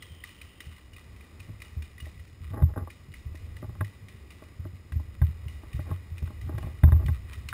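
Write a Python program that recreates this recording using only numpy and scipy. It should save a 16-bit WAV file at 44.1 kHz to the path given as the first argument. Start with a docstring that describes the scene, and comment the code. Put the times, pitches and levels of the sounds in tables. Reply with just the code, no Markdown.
"""Walk through a grove with a paintball gun

A cased camera is fixed to the gun. Steps and sways make its mount thump; dry dirt crunches underfoot.
Gear knocks and scrapes on the gun and rings the case. Other guns pop far off among the trees,
with a brief whistle of balls in flight, over light wind in the leaves and a faint electrical whine.
The recorder holds each sample at 12 kHz, which mirrors the spectrum into the treble."""
import sys
import numpy as np
from scipy import signal
from scipy.fft import rfft, irfft
from scipy.io import wavfile
from scipy.ndimage import uniform_filter1d

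SR = 44100
rng = np.random.default_rng(int(sys.argv[2]) if len(sys.argv) > 2 else 0)


def wav_record(signal):
    """Record a signal, one row per channel, as 16-bit PCM in the file named by sys.argv[1]."""
    frames = np.transpose(np.atleast_2d(signal))
    bounded = np.clip(frames, -1, 1)
    # unit amplitude maps onto the largest positive 16-bit level
    quanta = np.round(bounded * 32767).astype(np.int16)
    wavfile.write(sys.argv[1], SR, quanta)


N = 332376
TIME = np.arange(N) / SR

# case resonances for airborne sound: f/Hz, width/Hz, level/dB
CASE_RESONANCES = [(1183, 207, -1.5), (1954, 130, -0.5), (2426, 117, -6), (2884, 37, -2), (3685, 180, -7.5)]
# outdoor air spectrum: f/Hz, level/dB
AIR_SPECTRUM = [(20, -21), (80, -0.5), (200, 2), (330, -4.5), (500, -9.5), (800, -18), (1300, -21.5),
                (2200, -17.5), (3200, -23.5), (4500, -26), (5800, -26)]
# wind in the leaves: t/s, level/dB
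BREEZE_CURVE = [(0, -59.5), (.3, -60.5), (1.55, -60.5), (1.85, -58.5), (2.27, -65), (3.15, -60), (5.0, -61),
                (5.73, -55.5), (6.13, -57.5), (7.54, -56)]
# electrical whine: f/Hz, level/dB
WHINE_TONES = [(5040, -76.5), (5088, -82)]
# mount shake spectrum: f/Hz, level/dB
SWAY_SPECTRUM = [(15, -56), (30, -2), (50, -14), (66, 2.5), (79, 1), (95, -2), (130, -16), (200, -27.5),
                 (400, -50), (900, -65)]
# mount shake between steps: t/s, level/dB
SWAY_CURVE = [(0.0, -51.5), (0.46, -53.5), (1.87, -46), (2.39, -47), (2.64, -32.5), (2.73, -33.5),
              (2.9, -48), (3.74, -39), (3.99, -49), (4.41, -53.5), (5.19, -40.5), (5.63, -44),
              (6.21, -44.5), (6.4, -36), (6.86, -37), (6.99, -28), (7.35, -38.5), (7.54, -41.5)]
# spectrum of gas blasts, echoes and snaps: f/Hz, level/dB
POP_SPECTRUM = [(300, -21), (800, -17), (1300, -10), (2200, 0), (3200, -3.5), (4500, -6), (5800, -2.5)]
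# soles grinding dirt: t/s, relative level/dB, length/s
SOLE_SCUFFS = [(.68, -61.5, .18), (0.958, -60, 0.072), (2.39, -59.5, 0.19), (5.122, -62, .05),
               (5.227, -60.5, 0.12), (5.874, -60, 0.12), (6.158, -61, 0.034), (6.246, -61, 0.062),
               (6.6, -58, 0.11), (7.124, -56, 0.052), (7.261, -55, 0.12)]
# distant shots: t/s, peak level/dB, barrel ring f/Hz
FAR_SHOTS = [(.0225, -31.5, 3160), (.2375, -26.5, 1950), (.414, -32.5, 2300), (.604, -29.5, 2900),
             (.763, -45, 2100), (.9326, -40.5, 2730), (.963, -38.5, 2520), (1.1618, -45, 2370),
             (1.207, -43, 2440), (1.3997, -36.5, 2430), (1.6014, -42, 2500), (1.6186, -31.5, 2550),
             (1.822, -34, 2490), (1.9785, -41, 1930), (2.001, -34, 2940), (2.0552, -39, 1970),
             (2.1934, -43, 2150), (2.2765, -47, 1900), (2.9011, -35.5, 1840), (3.1386, -34.5, 2270),
             (3.3526, -38.5, 1850), (3.566, -39, 1830), (3.8454, -36.5, 1850), (4.0842, -37, 2520),
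             (4.3045, -37, 2500), (4.9204, -39.5, 2680), (5.4813, -34.5, 2920), (5.7294, -36, 2720),
             (5.8002, -42, 2350), (6.1799, -36.5, 2020), (6.4128, -38.5, 1780), (6.5813, -36, 1900),
             (7.0609, -33, 2870), (7.331, -32.5, 2930), (7.4867, -22.5, 2080)]
# modes of gun and case: f/Hz, level/dB, t60/s
GUN_MODES = [(226, 4, 0.031), (292.4, 5, 0.031), (353, -5.5, 0.1), (517, -7, 0.052), (618, 0, 0.065),
             (826, -4.5, 0.07), (1066, -3.5, 0.062), (1177, 1.5, 0.032), (1424, 9.5, 0.0073),
             (1600, -1.5, 0.037), (1918, 3.5, 0.019), (2570, -21, 0.046), (2970, -28, .025),
             (3610, -11, 0.034)]
# gear scraping the gun: t/s, swell/s, release/s, relative top level/dB
GEAR_SCRAPES = [(2.51, 0.086, .04, -37.5), (2.66, 0.035, 0.025, -48.5), (2.752, 0.02, 0.066, -39),
                (5.85, 0.047, 0.047, -45), (6.47, 0.048, 0.039, -44), (6.54, .12, .06, -49),
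                (6.92, 0.084, 0.095, -45)]
# gear striking the gun: t/s, level/dB, hardness (upper band over lower)/dB
GEAR_KNOCKS = [(1.492, -39.5, -12), (2.066, -41.5, -19), (2.622, -29.5, -4), (2.737, -40, -0.5),
               (2.761, -30, -24), (2.775, -25, -18), (2.873, -32.5, -9.5), (3.345, -38, -20),
               (3.626, -32, -30), (3.642, -36.5, -22), (3.693, -39.5, -11), (3.751, -43.5, -3),
               (3.808, -26, 2), (4.422, -36.5, -23), (4.651, -35.5, -18), (4.92, -43.5, 7.5),
               (4.997, -41, -22), (5.216, -31.5, 1.5), (5.634, -38.5, -37), (5.791, -32.5, -24),
               (5.912, -29.5, -6), (6.223, -38.5, -19), (6.274, -42.5, 1), (6.303, -37.5, -22),
               (6.493, -29, -16), (6.58, -33.5, 1), (6.628, -36, -4), (6.669, -34.5, -22),
               (6.835, -22.5, 2.5), (6.874, -34, -8.5), (6.885, -31, -5.5), (6.92, -25, 0.5),
               (7.006, -39, -15), (7.083, -35.5, 7.5), (7.527, -39.5, 17.5)]
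# pitch favoured by a contact: hardness/dB, f/Hz
CONTACT_PITCH = [(-21.5, 275), (-6.5, 550), (-11, 960)]
# mount modes, main swing first: ratio to swing, level/dB
MOUNT_MODES = [(1, 0), (.72, -39.5), (1.45, -5), (1.95, -20.5), (2.7, -23.5)]
# steps and jolts: t/s, relative peak level/dB, swing f/Hz
MOUNT_JOLTS = [(.105, -40, 83.7), (.664, -34.5, 82.4), (1.485, -35.5, 106.7), (1.766, -25, 78),
               (2.021, -34, 77), (2.157, -42, 88), (2.405, -34.5, 87.6), (2.505, -30, 101.5),
               (2.62, -12, 79.7), (2.765, -26.5, 95.6), (2.818, -31, 85), (3.084, -37, 90),
               (3.256, -27.5, 76.4), (3.625, -30.5, 102), (3.69, -34, 109), (3.806, -23.5, 100.6),
               (4.024, -39, 98.3), (4.14, -41.5, 95.6), (4.592, -28, 86), (4.647, -31.5, 91.3),
               (4.73, -36, 91.4), (4.919, -29.5, 79), (4.957, -20, 79), (5.215, -11.5, 80.5),
               (5.281, -27, 83.3), (5.457, -27, 82.7), (5.741, -23.5, 72.8), (5.788, -27.5, 89.3),
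               (5.906, -23.5, 89.5), (6.114, -30, 89), (6.221, -24, 81.4), (6.456, -29, 81),
               (6.54, -22, 77.7), (6.578, -29, 92), (6.64, -25, 97), (6.833, -5, 80.8),
               (6.872, -12.5, 80.4), (6.92, -11, 78), (6.945, -18.5, 80.7), (7.048, -19, 77.5),
               (7.085, -14.5, 81)]


def undb(db):
    """Decibels to gain."""
    return 10 ** (np.asarray(db) / 20)


def unit_rms(x):
    """Scale to rms 1."""
    return x / np.sqrt(np.mean(x ** 2))


def unit_peak(x):
    """Scale to peak 1."""
    return x / np.max(np.abs(x))


def curve(rows):
    """Gain along rows of t/s, level/dB."""
    return undb(np.interp(TIME, *np.transpose(rows)))


def add(out, start_s, x):
    """Mix x into out."""
    i = max(int(start_s * SR), 0)
    out[i:i + len(x)] += x[:max(N - i, 0)]


def delay(x, wait_s):
    """Delay, same length."""
    return np.pad(x, (int(wait_s * SR), 0))[:len(x)]


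def butter(x, hz, kind, order=2):
    """Low-pass or high-pass."""
    return signal.sosfilt(signal.butter(order, hz, kind, fs=SR, output="sos"), x)


def resonate(x, hz, width_hz):
    """One resonance, gain 1 at centre."""
    return signal.lfilter(*signal.iirpeak(hz, hz / width_hz, fs=SR), x)


def noise(spectrum, size=N):
    """Noise of rms 1, shaped by rows of f/Hz, level/dB."""
    hz, db = np.transpose(spectrum)
    bins_hz = np.fft.rfftfreq(size, 1 / SR) + 1
    gain = undb(np.interp(np.log(bins_hz), np.log(hz), db))
    return unit_rms(irfft(rfft(rng.standard_normal(size)) * gain, size))


def drift(rate_hz):
    """Smooth random curve, rms 1."""
    hop = int(SR / rate_hz)
    stairs = np.repeat(rng.standard_normal(N // hop + 1), hop)
    return unit_rms(uniform_filter1d(stairs, hop)[:N])


def fade(t, t60_s):
    """Decay of 60 dB per t60_s."""
    return np.exp(-np.log(1000) * t / t60_s)


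def through_case(x, leak_db=-12):
    """Airborne sound passes the resonant case walls."""
    return undb(leak_db) * x + sum(undb(db) * resonate(x, hz, width) for hz, width, db in CASE_RESONANCES)


def wind(air_db=-59):
    """Leaves hiss in the breeze over a low wash of air."""
    leaves = unit_rms(through_case(noise(AIR_SPECTRUM[3:]))) * curve(BREEZE_CURVE) * undb(drift(7.8))
    air = noise(AIR_SPECTRUM) * undb(air_db + drift(2.7))
    return leaves + air


def whine():
    """The electronics give thin steady tones."""
    return sum(undb(db) * unit_rms(np.sin(2 * np.pi * hz * TIME)) for hz, db in WHINE_TONES)


def sway(flutter_db=2.1):
    """The mount never quite rests: a low rumble."""
    return noise(SWAY_SPECTRUM) * curve(SWAY_CURVE) * undb(flutter_db * drift(14))


def grit(level_db=-70, snaps_per_s=26, uneven_db=5, t60_s=0.02):
    """Crumbs and dry leaves snap underfoot all along the way."""
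    snaps = (rng.random(N) < snaps_per_s / SR) * undb(uneven_db * np.clip(rng.standard_normal(N), -2, 2))
    envelope = signal.fftconvolve(snaps, fade(TIME[:SR // 20], t60_s))[:N]
    return undb(level_db) * unit_rms(through_case(noise(POP_SPECTRUM) * envelope))


def scuffs(gain_db=-1, grains_per_s=900, uneven_db=4, cluster_db=2.2, low_hz=1300, high_hz=2800):
    """A sole crushes unequal grains, which give way in clusters."""
    out = np.zeros(N)
    grains = (rng.random(N) < grains_per_s / SR) * rng.standard_normal(N)
    grains *= undb(uneven_db * rng.standard_normal(N) + cluster_db * drift(90))
    crunch = through_case(butter(butter(grains, low_hz, "high"), high_hz, "low"))
    for start_s, db, length_s in SOLE_SCUFFS:
        part = crunch[(TIME >= start_s) & (TIME < start_s + length_s)]
        add(out, start_s, undb(db + gain_db) * unit_rms(part * signal.windows.tukey(len(part), 0.5)))
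    return out


def ball_whistle(start_hz=3280, end_hz=2904, slowing_s=0.21, width_hz=160,
                 start_db=-60.5, sag_db_per_s=4, hold_s=0.7, t60_s=0.55):
    """A ball in flight whistles hoarsely; the pitch sinks as it slows."""
    hz = end_hz + (start_hz - end_hz) * np.exp(-TIME / slowing_s)
    envelope = undb(start_db - sag_db_per_s * TIME) * fade(np.maximum(TIME - hold_s, 0), t60_s)
    flutter = butter(rng.standard_normal(N), width_hz, "low")
    return unit_rms(flutter * np.sin(2 * np.pi * np.cumsum(hz) / SR)) * envelope


def tree_echo(shot_db, echo_db=-53.5, at_shot_db=-35, slope=0.71, t60_s=0.67, uneven_db=3, grain=147):
    """Trunks scatter a shot into a grainy wash that falls less with distance than the shot does."""
    trunks = np.repeat(undb(uneven_db * rng.standard_normal(SR // grain)), grain)
    wash = unit_rms(through_case(noise(POP_SPECTRUM, SR) * trunks))
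    return undb(echo_db + slope * (shot_db - at_shot_db)) * wash * fade(TIME[:SR], t60_s)


def shots(blast_s=0.0019, ground_db=-5, ground_s=0.0011, ring_db=7.5, ring_width_hz=250):
    """Distant gas blasts, each with ground bounce, barrel ring and echo."""
    out, t = np.zeros(N), TIME[:SR]
    for start_s, db, hz in FAR_SHOTS:
        blast = noise(POP_SPECTRUM, SR) * t / blast_s * np.exp(-t / blast_s)
        blast += undb(ground_db) * delay(blast, ground_s * (0.5 + rng.random()))
        barrel = undb(ring_db) * resonate(blast, hz, ring_width_hz)
        pop = undb(db) * unit_peak(through_case(blast + barrel))
        add(out, start_s, pop + tree_echo(db))
    return out


def gun_ring(scatter_db=3, spread=0.018, crack_db=1, crack_hz=1400, crack_t60_s=0.015, contact_s=0.0015):
    """One tap on gun and case: a dull crack, plus modes weighted anew by each contact point."""
    t = TIME[:SR // 6]
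    crack = unit_rms(butter(rng.standard_normal(len(t)), crack_hz, "low"))
    out = undb(crack_db) * crack * fade(t, crack_t60_s)
    for hz, db, t60_s in GUN_MODES:
        size, detune, polarity = rng.standard_normal(3)
        mode = np.sin(2 * np.pi * hz * (1 + spread * detune) * t) * fade(t, t60_s)
        out += np.sign(polarity) * undb(db + scatter_db * size) * mode
    return out * np.minimum(t / contact_s, 1)


def scrapes(gain_db=-1, range_db=10.5, slips_per_s=70, uneven_db=5, soft_hz=1000, contacts=4):
    """Gear sticks and slips on the gun at a few points; each slip is a soft tap."""
    out = np.zeros(N)
    for _ in range(contacts):
        slips = (rng.random(N) < slips_per_s / SR) * undb(uneven_db * rng.standard_normal(N))
        ring = butter(gun_ring(), soft_hz, "low")
        for start_s, swell_s, release_s, db in GEAR_SCRAPES:
            length_s = swell_s + release_s
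            span = (TIME >= start_s) & (TIME <= start_s + length_s)
            drop_db = np.interp(TIME[span] - start_s, [0, swell_s, length_s], [range_db, 0, range_db])
            rubbing = 0.019 * rng.standard_normal(N)[span]
            force = unit_rms(slips[span] + rubbing) * undb(db - drop_db)
            add(out, start_s, signal.fftconvolve(force, ring / np.linalg.norm(ring)))
    return undb(gain_db) * out / np.sqrt(contacts)


def knocks(bounce_db=-10, bounce_s=0.002978, note_db=-2, note_slope=0.18, split_hz=1400, top_hz=2600):
    """Gear hits the gun and chatters; hard contacts bring out upper modes, soft ones a hollow note."""
    out = np.zeros(N)
    for start_s, db, hardness_db in GEAR_KNOCKS:
        ring = gun_ring()
        waits_s = np.cumsum(bounce_s * (0.5 + rng.random(3)))
        for bounce, wait_s in enumerate(waits_s, 1):
            ring += undb(bounce_db * bounce) * delay(gun_ring(), wait_s)
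        note_hz = np.interp(hardness_db, *np.transpose(CONTACT_PITCH))
        ring += undb(note_db - note_slope * hardness_db) * resonate(ring, note_hz, width_hz=220)
        lower = unit_peak(butter(ring, split_hz, "low", order=3))
        upper = unit_peak(butter(butter(ring, top_hz, "low"), split_hz, "high", order=3))
        add(out, start_s, undb(db) * (lower + undb(hardness_db) * upper))
    return out


def thumps(gain_db=2.5, push_cycles=0.68, swing_t60_s=0.17, t60_at_db=-7, doubling_db=48,
           mode_t60_s=0.1, scatter_db=2, spread=0.074):
    """Each jolt swings the camera on its mount; the swing builds during the push, wide ones die fastest."""
    out, t = np.zeros(N), TIME[:SR // 2]
    for start_s, db, hz in MOUNT_JOLTS:
        push_s = push_cycles / hz
        free_s = np.maximum(t - push_s, 0)
        t60_s = swing_t60_s * 2 ** ((t60_at_db - db) / doubling_db)
        swing = np.sin(2 * np.pi * hz * t) * fade(free_s, t60_s)
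        for ratio, mode_db in MOUNT_MODES[1:]:
            detune, size = rng.standard_normal(2)
            mode = np.sin(2 * np.pi * hz * ratio * (1 + spread * detune) * t) * fade(free_s, mode_t60_s)
            swing += undb(mode_db + scatter_db * size) * mode
        add(out, start_s, undb(db + gain_db) * unit_peak(swing * np.minimum(t / push_s, 1)))
    return out


def scene(low_cut_hz=38):
    """All sources at one microphone, which loses the deepest bass."""
    walker = thumps() + knocks() + scrapes() + scuffs() + grit()
    far_guns = shots() + ball_whistle()
    background = sway() + wind() + whine()
    return butter(walker + far_guns + background, low_cut_hz, "high")[None]


def record(dry, hold_hz=12000, antialias_hz=5850, top_hz=15600):
    """Sample-and-hold mirrors the spectrum around hold_hz; the top is cut."""
    antialias = signal.firwin(4001, antialias_hz, fs=SR * 40)
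    slow = signal.resample_poly(dry, hold_hz, SR, axis=1, window=antialias)
    stairs = np.repeat(slow, 4, axis=1)
    held = signal.resample_poly(stairs, SR, 4 * hold_hz, axis=1)[:, 1:N + 1]
    top_cut = signal.ellip(10, 0.2, 70, top_hz, fs=SR, output="sos")
    return signal.sosfilt(top_cut, np.pad(held, ((0, 0), (0, N - held.shape[1]))))


dry = scene()
out = record(dry)
wav_record(out)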